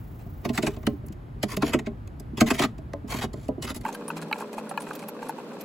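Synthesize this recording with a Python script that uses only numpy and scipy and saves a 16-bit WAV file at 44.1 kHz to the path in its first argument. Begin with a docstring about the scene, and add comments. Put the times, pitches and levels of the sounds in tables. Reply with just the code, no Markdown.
"""Outdoors at a motorcycle, two hands undo the steel fasteners inside a hard plastic saddlebag.
Steel handles clack and scrape in quick bursts; the hollow shell booms just after the hard contacts.
At 3.835 s a low rumble gives way abruptly to a steady drone. From there the fingers rub,
the bolts click in their sockets and the dry threads squeak."""
import sys
import numpy as np
from scipy import signal
from scipy.fft import rfft, irfft, next_fast_len
from scipy.io import wavfile
from scipy.ndimage import map_coordinates

SR = 44100
rng = np.random.default_rng(int(sys.argv[2]) if len(sys.argv) > 2 else 0)


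def output_pcm(signal):
    """Save a mono or channel-first signal as 16-bit PCM at the path in sys.argv[1].

    Samples are clipped to [-1, 1] before scaling.
    """
    pcm = np.clip(np.atleast_2d(signal).T, -1, 1) * 32767
    wavfile.write(sys.argv[1], SR, np.round(pcm).astype(np.int16))


N = 248763
CHANGE_S, TOP_HZ = 3.835, 15900


def amp(db):
    """Decibels to gain."""
    return 10 ** (np.asarray(db) / 20)


def unit(x):
    """Scale to rms 1."""
    return x / np.sqrt(np.mean(x ** 2) + 1e-20)


def along(points, hz):
    """Interpolate (freq_hz, value) points on a log axis."""
    freqs, values = np.transpose(points)
    return np.interp(np.log(hz + 1), np.log(freqs), values)


def seconds(count):
    """Time axis of count samples."""
    return np.arange(count) / SR


def wobble(rate_hz):
    """Smooth random curve, rate_hz knots a second."""
    knots = rng.standard_normal(size=1000)
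    coarse_s = seconds(N)[::64]
    return np.interp(seconds(N), coarse_s, map_coordinates(knots, [coarse_s * rate_hz], mode="mirror"))


def filtered(x, response):
    """Apply a frequency response."""
    n = x.shape[-1]
    padded = next_fast_len(n + 2048)
    return irfft(rfft(x, padded) * response(np.fft.rfftfreq(padded, 1 / SR)), padded)[..., :n]


def spread(pair, width):
    """Mid and side to left and right; width rows are freq_hz, side_db."""
    side = filtered(pair[1], lambda hz: amp(along(width, hz)))
    return np.array([pair[0] + side, pair[0] - side])


def add(track, start_s, sound):
    """Mix a sound into the track."""
    i = max(int(round(start_s * SR)), 0)
    track[:, i:i + sound.shape[1]] += sound[:, :max(N - i, 0)]


def noise(spectrum, width):
    """Steady coloured stereo noise."""
    coloured = filtered(rng.standard_normal((2, N)), lambda hz: amp(along(spectrum, hz)))
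    return spread(unit(coloured), width)


def cavity(x, echo_db, t60_s):
    """The open box adds a brief, dense echo."""
    tail = rng.standard_normal((2, 5000)) * amp(-60 * seconds(5000) / t60_s)
    echo = signal.fftconvolve(x, tail / np.linalg.norm(tail[0]), axes=1)[:, :x.shape[1]]
    return x + amp(echo_db) * echo


# rumble spectrum: freq_hz, density_db
RUMBLE_SPECTRUM = [(18, -39), (28, -53), (42, 0), (60, 1), (130, 0), (190, -10), (300, -13), (480, -24.5),
                   (650, -24.5), (950, -29.5), (3000, -43.5), (6000, -56.5), (11000, -54), (16000, -56)]
# rumble stereo width: freq_hz, side_db
RUMBLE_SIDE = [(120, -17.5), (300, -6), (700, 0), (1500, 3.5), (3000, -8), (5500, -1), (7000, -13),
               (15000, -29)]


def rumble():
    """Low outdoor rumble; a soft high hiss flutters for the first second."""
    t = seconds(N)
    flutter = np.interp(t, [.9, 1.03], [1, 0]) * amp(3 * np.sin(2 * np.pi * 27 * t))
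    hiss = flutter * noise([(5000, -12.5), (9500, -12), (13500, -3), (15200, 2)], width=[(15000, -17)])
    return amp(-39) * noise(RUMBLE_SPECTRUM, RUMBLE_SIDE) + amp(-59) * hiss


# drone noise spectrum: freq_hz, density_db
DRONE_SPECTRUM = [(40, -55), (90, -32), (130, -11), (165, -4.5), (210, 4.5), (350, -2.5), (560, -1),
                  (750, -13), (1000, -11), (2000, -24.5), (4000, -31.5), (8000, -44.5), (13000, -45.5),
                  (16000, -48)]
# drone stereo width: freq_hz, side_db
DRONE_SIDE = [(60, -6), (150, -17), (500, -15), (1300, -5), (2500, 0), (4400, 5.5), (8000, 6), (15000, -16)]
# drone tones: pitch_hz, level_db
DRONE_TONES = [(161.5, -53.5), (220.7, -49), (300, -51), (414.5, -51), (479.1, -50), (513, -68.5),
               (581.4, -52.5)]


def drone():
    """Wavering tones in dull noise, like a distant machine."""
    t = seconds(N)
    hum = np.zeros(N)
    for pitch_hz, level_db in DRONE_TONES:
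        waver_db = 4.2 * wobble(6)
        hum += amp(level_db + 0.7 + waver_db) * np.sin(2 * np.pi * pitch_hz * t + 0.68 * wobble(9))
    return amp(-41 + 0.57 * wobble(7.5)) * noise(DRONE_SPECTRUM, DRONE_SIDE) + hum


# steel-on-steel spectrum: freq_hz, density_db
STEEL_SPECTRUM = [(200, 0), (500, 7), (750, 8), (1100, 4.5), (1600, -1), (2200, 2), (3200, -2),
                  (4500, -4.5), (6000, -5), (7500, -3.5), (11000, -7), (15000, -12)]


def chatter(envelope, treble_db, grain_db, t60_s, ring_db):
    """Gritty steel-on-steel chatter with a brief, random ringing smear."""
    n = len(envelope)
    slips = rng.standard_normal((2, n))
    slips *= amp(grain_db * np.repeat(rng.standard_normal(n // 20 + 1), 20)[:n])
    tail = rng.standard_normal((2, n)) * amp(-60 * seconds(n) / t60_s)
    smear = amp(ring_db) * tail / np.linalg.norm(tail[0])
    smear[:, 0] += 1  # direct sound
    x = signal.fftconvolve(slips * envelope, smear, axes=1)[:, :n]
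    shelf = [(2000, 0.013), (11000, 1)]
    x = filtered(x, lambda hz: amp(along(STEEL_SPECTRUM, hz) + (treble_db + 13) * along(shelf, hz)))
    return unit(x) * np.sqrt(np.mean(envelope ** 2))


# stereo width of rubbing, shell and handles: freq_hz, side_db
BAG_SIDE = [(100, -20), (380, -12), (800, -9.5), (2400, -7.5), (5000, -4), (7000, -14), (15000, -56)]


def rubbing():
    """One early hand brush; later, fingers rub the bolts, grittier at each click and squeak."""
    t, grit_s = seconds(N), 0.013
    pressure = (t > CHANGE_S) * amp(4 * wobble(45))
    catches_s = np.sort([row[0] for row in BOLT_CLICKS + THREAD_SQUEAKS]) + grit_s / 2
    nearest_s = catches_s[np.searchsorted((catches_s[1:] + catches_s[:-1]) / 2, t)]
    grit = amp(-50.5) * np.exp(-((t - nearest_s) / grit_s) ** 2)
    brush = amp(-56) * np.exp(-((t - .21) / 0.018) ** 2)
    effort = (amp(-58) + grit) * pressure + brush
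    return spread(chatter(effort, treble_db=-22, grain_db=6, t60_s=0.013, ring_db=1), BAG_SIDE)


# dry thread squeaks: start_s, level_db, pitch_hz
THREAD_SQUEAKS = [(3.8836, -51, 7730), (3.926, -47, 6700), (3.9452, -44.5, 11900), (4.0804, -34.5, 10060),
                  (4.169, -60, 6250), (4.2177, -50, 10000), (4.3823, -58, 7520), (4.4, -50, 11100),
                  (4.5288, -54, 7860), (4.692, -39.5, 9730), (4.804, -44, 9400), (4.82, -44, 10050),
                  (4.933, -54, 10800), (4.9524, -44, 14800), (4.9916, -59, 9200), (5.0845, -39, 11600),
                  (5.289, -42, 11900), (5.6093, -42.5, 12400)]


def threads():
    """A dry thread slips in nine rasping ticks whose thin ring climbs as the bolt speeds up."""
    x, t = np.zeros((2, N)), seconds(400)
    rasp_band = signal.butter(1, [1100, 8000], "bandpass", fs=SR)
    decay = amp(-60 * t / 0.024)
    for start_s, level_db, pitch_hz in THREAD_SQUEAKS:
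        for progress in np.linspace(0, 1, num=9):
            jitter, size, detune = rng.standard_normal(3)
            tick_hz = min(pitch_hz * (.94 + .14 * progress + .07 * detune), TOP_HZ)
            tone = amp(level_db + 4) * np.sin(2 * np.pi * (tick_hz * t + rng.random((2, 1))))
            rasp = amp(-41) * signal.lfilter(*rasp_band, rng.standard_normal((2, len(t))))
            force = amp(1.4 * size - 15.3 * progress)
            add(x, start_s + 0.012 * progress + 0.0013 * jitter, force * (tone + rasp) * decay)
    return spread(x, width=[(3000, -8), (12000, -6)])


def ring(modes, tint_db, attack_s, scatter_db, detune, sag):
    """One blow of fixed energy: modes crest near together; sag drops their pitch as a panel relaxes."""
    hz, level_db, t60_s = np.transpose(modes)[:, :, None]
    t = seconds(int(t60_s.max() * SR))
    gain = amp(level_db + tint_db[:, None] - scatter_db * rng.standard_normal((2, len(hz), 1)))
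    gain[1] *= rng.choice([-1, 1], size=hz.shape)  # each mode radiates to its own side
    clock_s = t - sag * 0.007 * np.exp(-t / 0.054)
    detuned_hz = hz * (1 + detune * rng.standard_normal(hz.shape))
    phase = 2 * np.pi * detuned_hz * (clock_s - np.interp(attack_s, t, clock_s))
    phase += 0.99 * rng.standard_normal(hz.shape)
    x = np.sum(gain * amp(-60 * t / t60_s) * np.cos(phase), axis=1)
    x *= 1 - np.exp(-(t / attack_s) ** 2)
    return x / np.sqrt(np.sum(x[0] ** 2) / SR / 0.0028)


# bolts clicking in their sockets: start_s, level_db, bright_db, pitch_hz
BOLT_CLICKS = [(3.8508, -14, -19.5, 937), (3.862, -18, -21, 1100), (3.888, -20.5, -18, 930),
               (3.948, -27.5, -4, 4300), (4.102, -20, -16, 1020), (4.222, -30, -16, 4970),
               (4.312, -20, -14, 873), (4.327, -12.5, 4, 2450), (4.387, -25, -24, 920),
               (4.406, -25.5, -18, 930), (4.422, -26, -28, 1090), (4.58, -22, -30, 870),
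               (4.712, -21.5, -31, 840), (4.775, -15, -5, 887), (4.867, -27, -15, 860),
               (4.909, -23, -28, 1700), (5.024, -33, -5, 840), (5.226, -25.5, -14, 940),
               (5.293, -19.5, -35, 870), (5.384, -27, -40, 850)]
# bolt and bracket modes: freq_hz, level_db, t60_s
BOLT_MODES = [(859, -9.5, 0.069), (881, -3, 0.018), (1110, -9, 0.027), (1334, -10.5, 0.05),
              (1581, -6, 0.042), (1740, -5, 0.02), (2490, 2.5, 0.014), (2506, 0, 0.017),
              (2963, -4.5, 0.014), (3880, -13.5, 0.017), (4400, -7.5, 0.0095)]


def bolts():
    """Bolts click and rebound once, bright clicks waking the upper modes; loose bolts rattle between."""
    x = np.zeros((2, N))
    loose_hz, loose_bright_db, ring_cycles = 976, -18, 29
    rebounds = [(start_s + .03, level_db - 16.5, loose_bright_db, loose_hz)
                for start_s, level_db, _, _ in BOLT_CLICKS]
    rattle = [(CHANGE_S + when * (N / SR - CHANGE_S), -40.5 + 8.5 * force,
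               loose_bright_db, loose_hz * (.84 + .32 * note))
              for when, force, note in rng.random(size=(64, 3))]
    for start_s, level_db, bright_db, pitch_hz in BOLT_CLICKS + rebounds + rattle:
        modes = np.array(BOLT_MODES + [(pitch_hz, 1, ring_cycles / pitch_hz)])
        tint_db = (bright_db + 6.5) * along([(1200, 0.087), (2300, 0.89)], modes[:, 0])
        tint_db[-1] = 0  # the contact's own note always sounds
        click = ring(modes, tint_db, attack_s=0.001843, scatter_db=1.5, detune=0.046, sag=0)
        crack_db = -18.5 + 0.14 * bright_db - 60 * seconds(click.shape[1]) / 0.01
        crack = np.diff(rng.standard_normal(click.shape), prepend=0) * amp(crack_db)
        add(x, start_s, amp(level_db - 5.5) * cavity(click + crack, echo_db=-8, t60_s=0.02))
    return spread(x, width=[(900, -13), (2500, -12.5), (5000, -9)])


PANEL_HZ, PANEL_T60_S = 234.7, 0.17
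# hands bumping the shell: start_s, level_db, hardness_db, panel_hz
HAND_KNOCKS = [(0.93, -24.5, -13, 252), (1.1, -27, -43, 203.7), (2.329, -26, -30, 226),
               (2.936, -22, 11, 296), (3.043, -26.5, -11, 279), (3.487, -15.5, 5.5, 266),
               (3.579, -24, -1, 338)]


def blows():
    """Blows on the shell, in HAND_KNOCKS columns: clacks, handles at their stops, knocks, nudges."""
    clacks = [(start_s + 1.5 * swell_s, boom_db, rng.standard_normal(), panel_hz)
              for start_s, _, swell_s, _, boom_db, panel_hz in HANDLE_CLACKS]
    stops = [(end_s - 0.014, level_db + 10.5, -2, PANEL_HZ)
             for _, end_s, level_db, _, _ in HANDLE_SCRAPES]
    nudges = [(when * CHANGE_S, -43.5 + 12.5 * force, -4.5, PANEL_HZ * (0.793 + 0.38 * spot))
              for when, force, spot in rng.random(size=(20, 3))]
    return clacks + stops + HAND_KNOCKS + nudges


# hollow shell modes: freq_hz, level_db, t60_s
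SHELL_MODES = [(94, -3.5, 0.036), (137.7, -9, 0.21), (221, -7, 0.21), (288.4, 0.5, 0.079), (390, -4, 0.11),
               (427, -19, 0.21), (611, 3.5, 0.097), (664, 7, 0.046), (810, -14.5, 0.16), (1038, -12, 0.13),
               (1086, -31.5, 0.13), (1270, -18, 0.064)]
# drive of an ordinary blow on panel, wall and rim: freq_hz, gain_db
BLOW_SPECTRUM = [(320, 1.5), (370, 0), (470, 13.5), (590, -8)]


def shell():
    """The plastic box booms on the struck panel's note; harder blows bring in more wall and rim."""
    x = np.zeros((2, N))
    for start_s, level_db, hardness_db, panel_hz in blows():
        t60_s = PANEL_T60_S * (PANEL_HZ / panel_hz) ** 1.1  # stiffer spots ring higher and shorter
        modes = np.array([(panel_hz, 0, t60_s)] + SHELL_MODES)
        upper_share = along([(320, 0), (370, 0.098), (590, 1)], modes[:, 0])
        tint_db = along(BLOW_SPECTRUM, modes[:, 0]) + hardness_db * upper_share
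        boom = ring(modes, tint_db, attack_s=0.003885, scatter_db=1, detune=0.06, sag=0.059)
        add(x, start_s, amp(level_db) * cavity(boom, echo_db=-15.5, t60_s=0.091))
    return spread(x, BAG_SIDE)


# colour of a sliding contact: freq_hz, gain_db
SLIDE_SPECTRUM = [(200, 4), (600, -5), (1100, 0)]


def scrape(t, length_s, treble_db, grind_hz):
    """A handle turns under uneven pressure; the sliding contact grinds on its own note."""
    def response(hz):
        resonance_db = 3 / (1 + ((hz / grind_hz - 1) / 0.069) ** 2)
        return amp(along(SLIDE_SPECTRUM, hz) + resonance_db)
    rise_s, release_s = 0.12 * length_s, 0.0079
    grip = (np.tanh(t / rise_s) - np.tanh((t - length_s) / release_s)) / 2
    ease_db = -0.5 * (np.clip(t / length_s, 0, 1) - .5)
    stroke = grip * amp(ease_db + 2.2 * wobble(170)[:len(t)])
    return filtered(chatter(stroke, treble_db + 0.5, grain_db=5, t60_s=0.035, ring_db=1.5), response)


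# steel handle resonances: freq_hz
HANDLE_MODES_HZ = [1066, 1192, 1574, 1920, 2030, 2552, 2950, 3744, 4340, 4970, 6800]


def handle_ring(x, lag_s, ring_db, width_hz):
    """The handles ring thinly, and the panel carries their treble faster than their bass."""
    def response(hz):
        peaks = sum(1 / (1 + ((hz - mode_hz) / width_hz) ** 2) for mode_hz in HANDLE_MODES_HZ)
        dispersion = np.exp(-2j * np.pi * lag_s * (2 * np.sqrt(3000 * hz) - hz))
        return (1 + amp(ring_db) * peaks) * dispersion
    return filtered(x, response)


# steel contacts: start_s, level_db, swell_s, treble_db, boom_db, panel_hz
HANDLE_CLACKS = [(0.446, -33, 0.0068, -20, -17.5, 216), (0.4882, -36, 0.0069, -21.5, -16, 231),
                 (0.5736, -26, 0.006, -20.5, -16, 251), (0.622, -34, 0.0074, -18, -14, 306),
                 (0.663, -29, 0.0073, -18.5, -15.5, 216.7), (0.762, -51, 0.0052, -26, -27.5, 237),
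                 (0.8282, -48.5, 0.0043, -27, -33, 238), (0.8656, -26.5, 0.00413, -25.5, -9.5, 235),
                 (1.061, -49.5, 0.0051, 44, -59, 240), (1.085, -46.5, 0.001, -3, -57, 240),
                 (1.122, -53, .0045, 1, -59, 240), (1.427, -25.5, 0.0059, -19, -16, 202),
                 (1.5656, -31, 0.00398, -10, -15.5, 186), (1.619, -27, 0.0067, -24.5, -10.5, 277),
                 (1.73, -26, 0.0085, -26, -9, 258), (1.787, -37, 0.0053, -21, -25, 230),
                 (1.859, -39, 0.0075, -32, -18, 232), (2.074, -48.5, 0.0024, -12, -52, 234),
                 (2.197, -43.5, 0.00345, 2.5, -35.5, 237), (2.404, -19.5, 0.0066, -21.5, -4.5, 237.5),
                 (2.5005, -23.5, 0.0072, -19, -11.5, 226), (2.5858, -27, 0.0096, -19.5, -13, 260),
                 (2.779, -54.5, 0.0046, -16, -31, 276), (2.9334, -38.5, 0.0023, -24, -34, 288),
                 (3.3305, -46.5, 0.0053, -13, -25, 239), (3.481, -47, .004, -10, -24, 246)]
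# handles dragged round: start_s, end_s, level_db, treble_db, grind_hz
HANDLE_SCRAPES = [(0.536, 0.59, -41, -13, 1900), (0.636, 0.685, -40.5, -15, 2320),
                  (0.688, 0.754, -54, -16, 3330), (1.488, 1.546, -38, -12.5, 1340),
                  (1.641, 1.708, -36, -16, 2940), (2.373, 2.393, -33.5, -17, 3320),
                  (2.465, 2.489, -31, -14, 1860), (2.534, 2.568, -39.5, -13, 2600),
                  (2.614, 2.653, -25.5, -20, 1200), (3.078, 3.104, -50, -7, 2000),
                  (3.098, 3.158, -32.5, -14.5, 1260), (3.157, 3.202, -38, -15, 1990),
                  (3.209, 3.253, -30.5, -19.5, 1200), (3.355, 3.481, -59, -8, 3000),
                  (3.623, 3.656, -36, -11, 2160), (3.668, 3.717, -36.5, -13.5, 1380),
                  (3.746, 3.774, -38.5, -5, 3480), (3.81, 3.817, -44, -11, 2450)]


def handles():
    """Quick clacks snap, slow ones slide in first; scrapes last while a handle turns."""
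    x, lead_s = np.zeros((2, N)), .02
    t = seconds(6500) - lead_s
    for start_s, level_db, swell_s, treble_db, _, _ in HANDLE_CLACKS:
        progress = t / swell_s
        since_hit = np.maximum(progress - .25, 0) / 0.76
        snap = (since_hit * np.exp(1 - since_hit)) ** 1.13
        slowness = np.clip((swell_s - .0052) / 0.0072, 0, 1)
        slide = 1.55 * slowness * np.exp(-np.abs(progress - 1) * 1.11)
        clack = chatter(np.hypot(snap, slide), treble_db + 2.5, grain_db=2.5, t60_s=0.01, ring_db=-2)
        add(x, start_s - lead_s, amp(level_db + 2.5) * clack)
    for start_s, end_s, level_db, treble_db, grind_hz in HANDLE_SCRAPES:
        add(x, start_s - lead_s, amp(level_db) * scrape(t, end_s - start_s, treble_db, grind_hz))
    steel = handle_ring(x, lag_s=0.0029, ring_db=-2, width_hz=20.8)
    return spread(cavity(steel, echo_db=-19.5, t60_s=0.19), BAG_SIDE)


def widen_treble(x):
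    """Above 7 kHz, left and right go in and out of phase with frequency."""
    def response(hz):
        turn_rad = np.pi * np.maximum(hz - 7000, 0) / 2070
        return np.exp(.5j * (turn_rad - 0.32 * np.sin(2 * turn_rad)) * np.array([[-1], [1]]))
    return filtered(x, response)


def scene():
    """Busy handling over the rumble, then light clicking over the drone."""
    crossfade = np.clip((seconds(N) - CHANGE_S) / 0.022 + .5, 0, 1)
    shell_pan = amp([[-.6], [.6]])
    early = widen_treble(handles() + shell() * shell_pan + (1 - crossfade) * rumble())
    return early + bolts() + threads() + rubbing() + crossfade * drone()


def record(dry):
    """Soft peak limit, then a steep low-pass."""
    rounded = dry / (1 + np.abs(dry / .82) ** 6) ** (1 / 6)
    return filtered(rounded, lambda hz: 1 / np.sqrt(1 + (hz / TOP_HZ) ** 200))


dry = scene()
out = record(dry)
output_pcm(out)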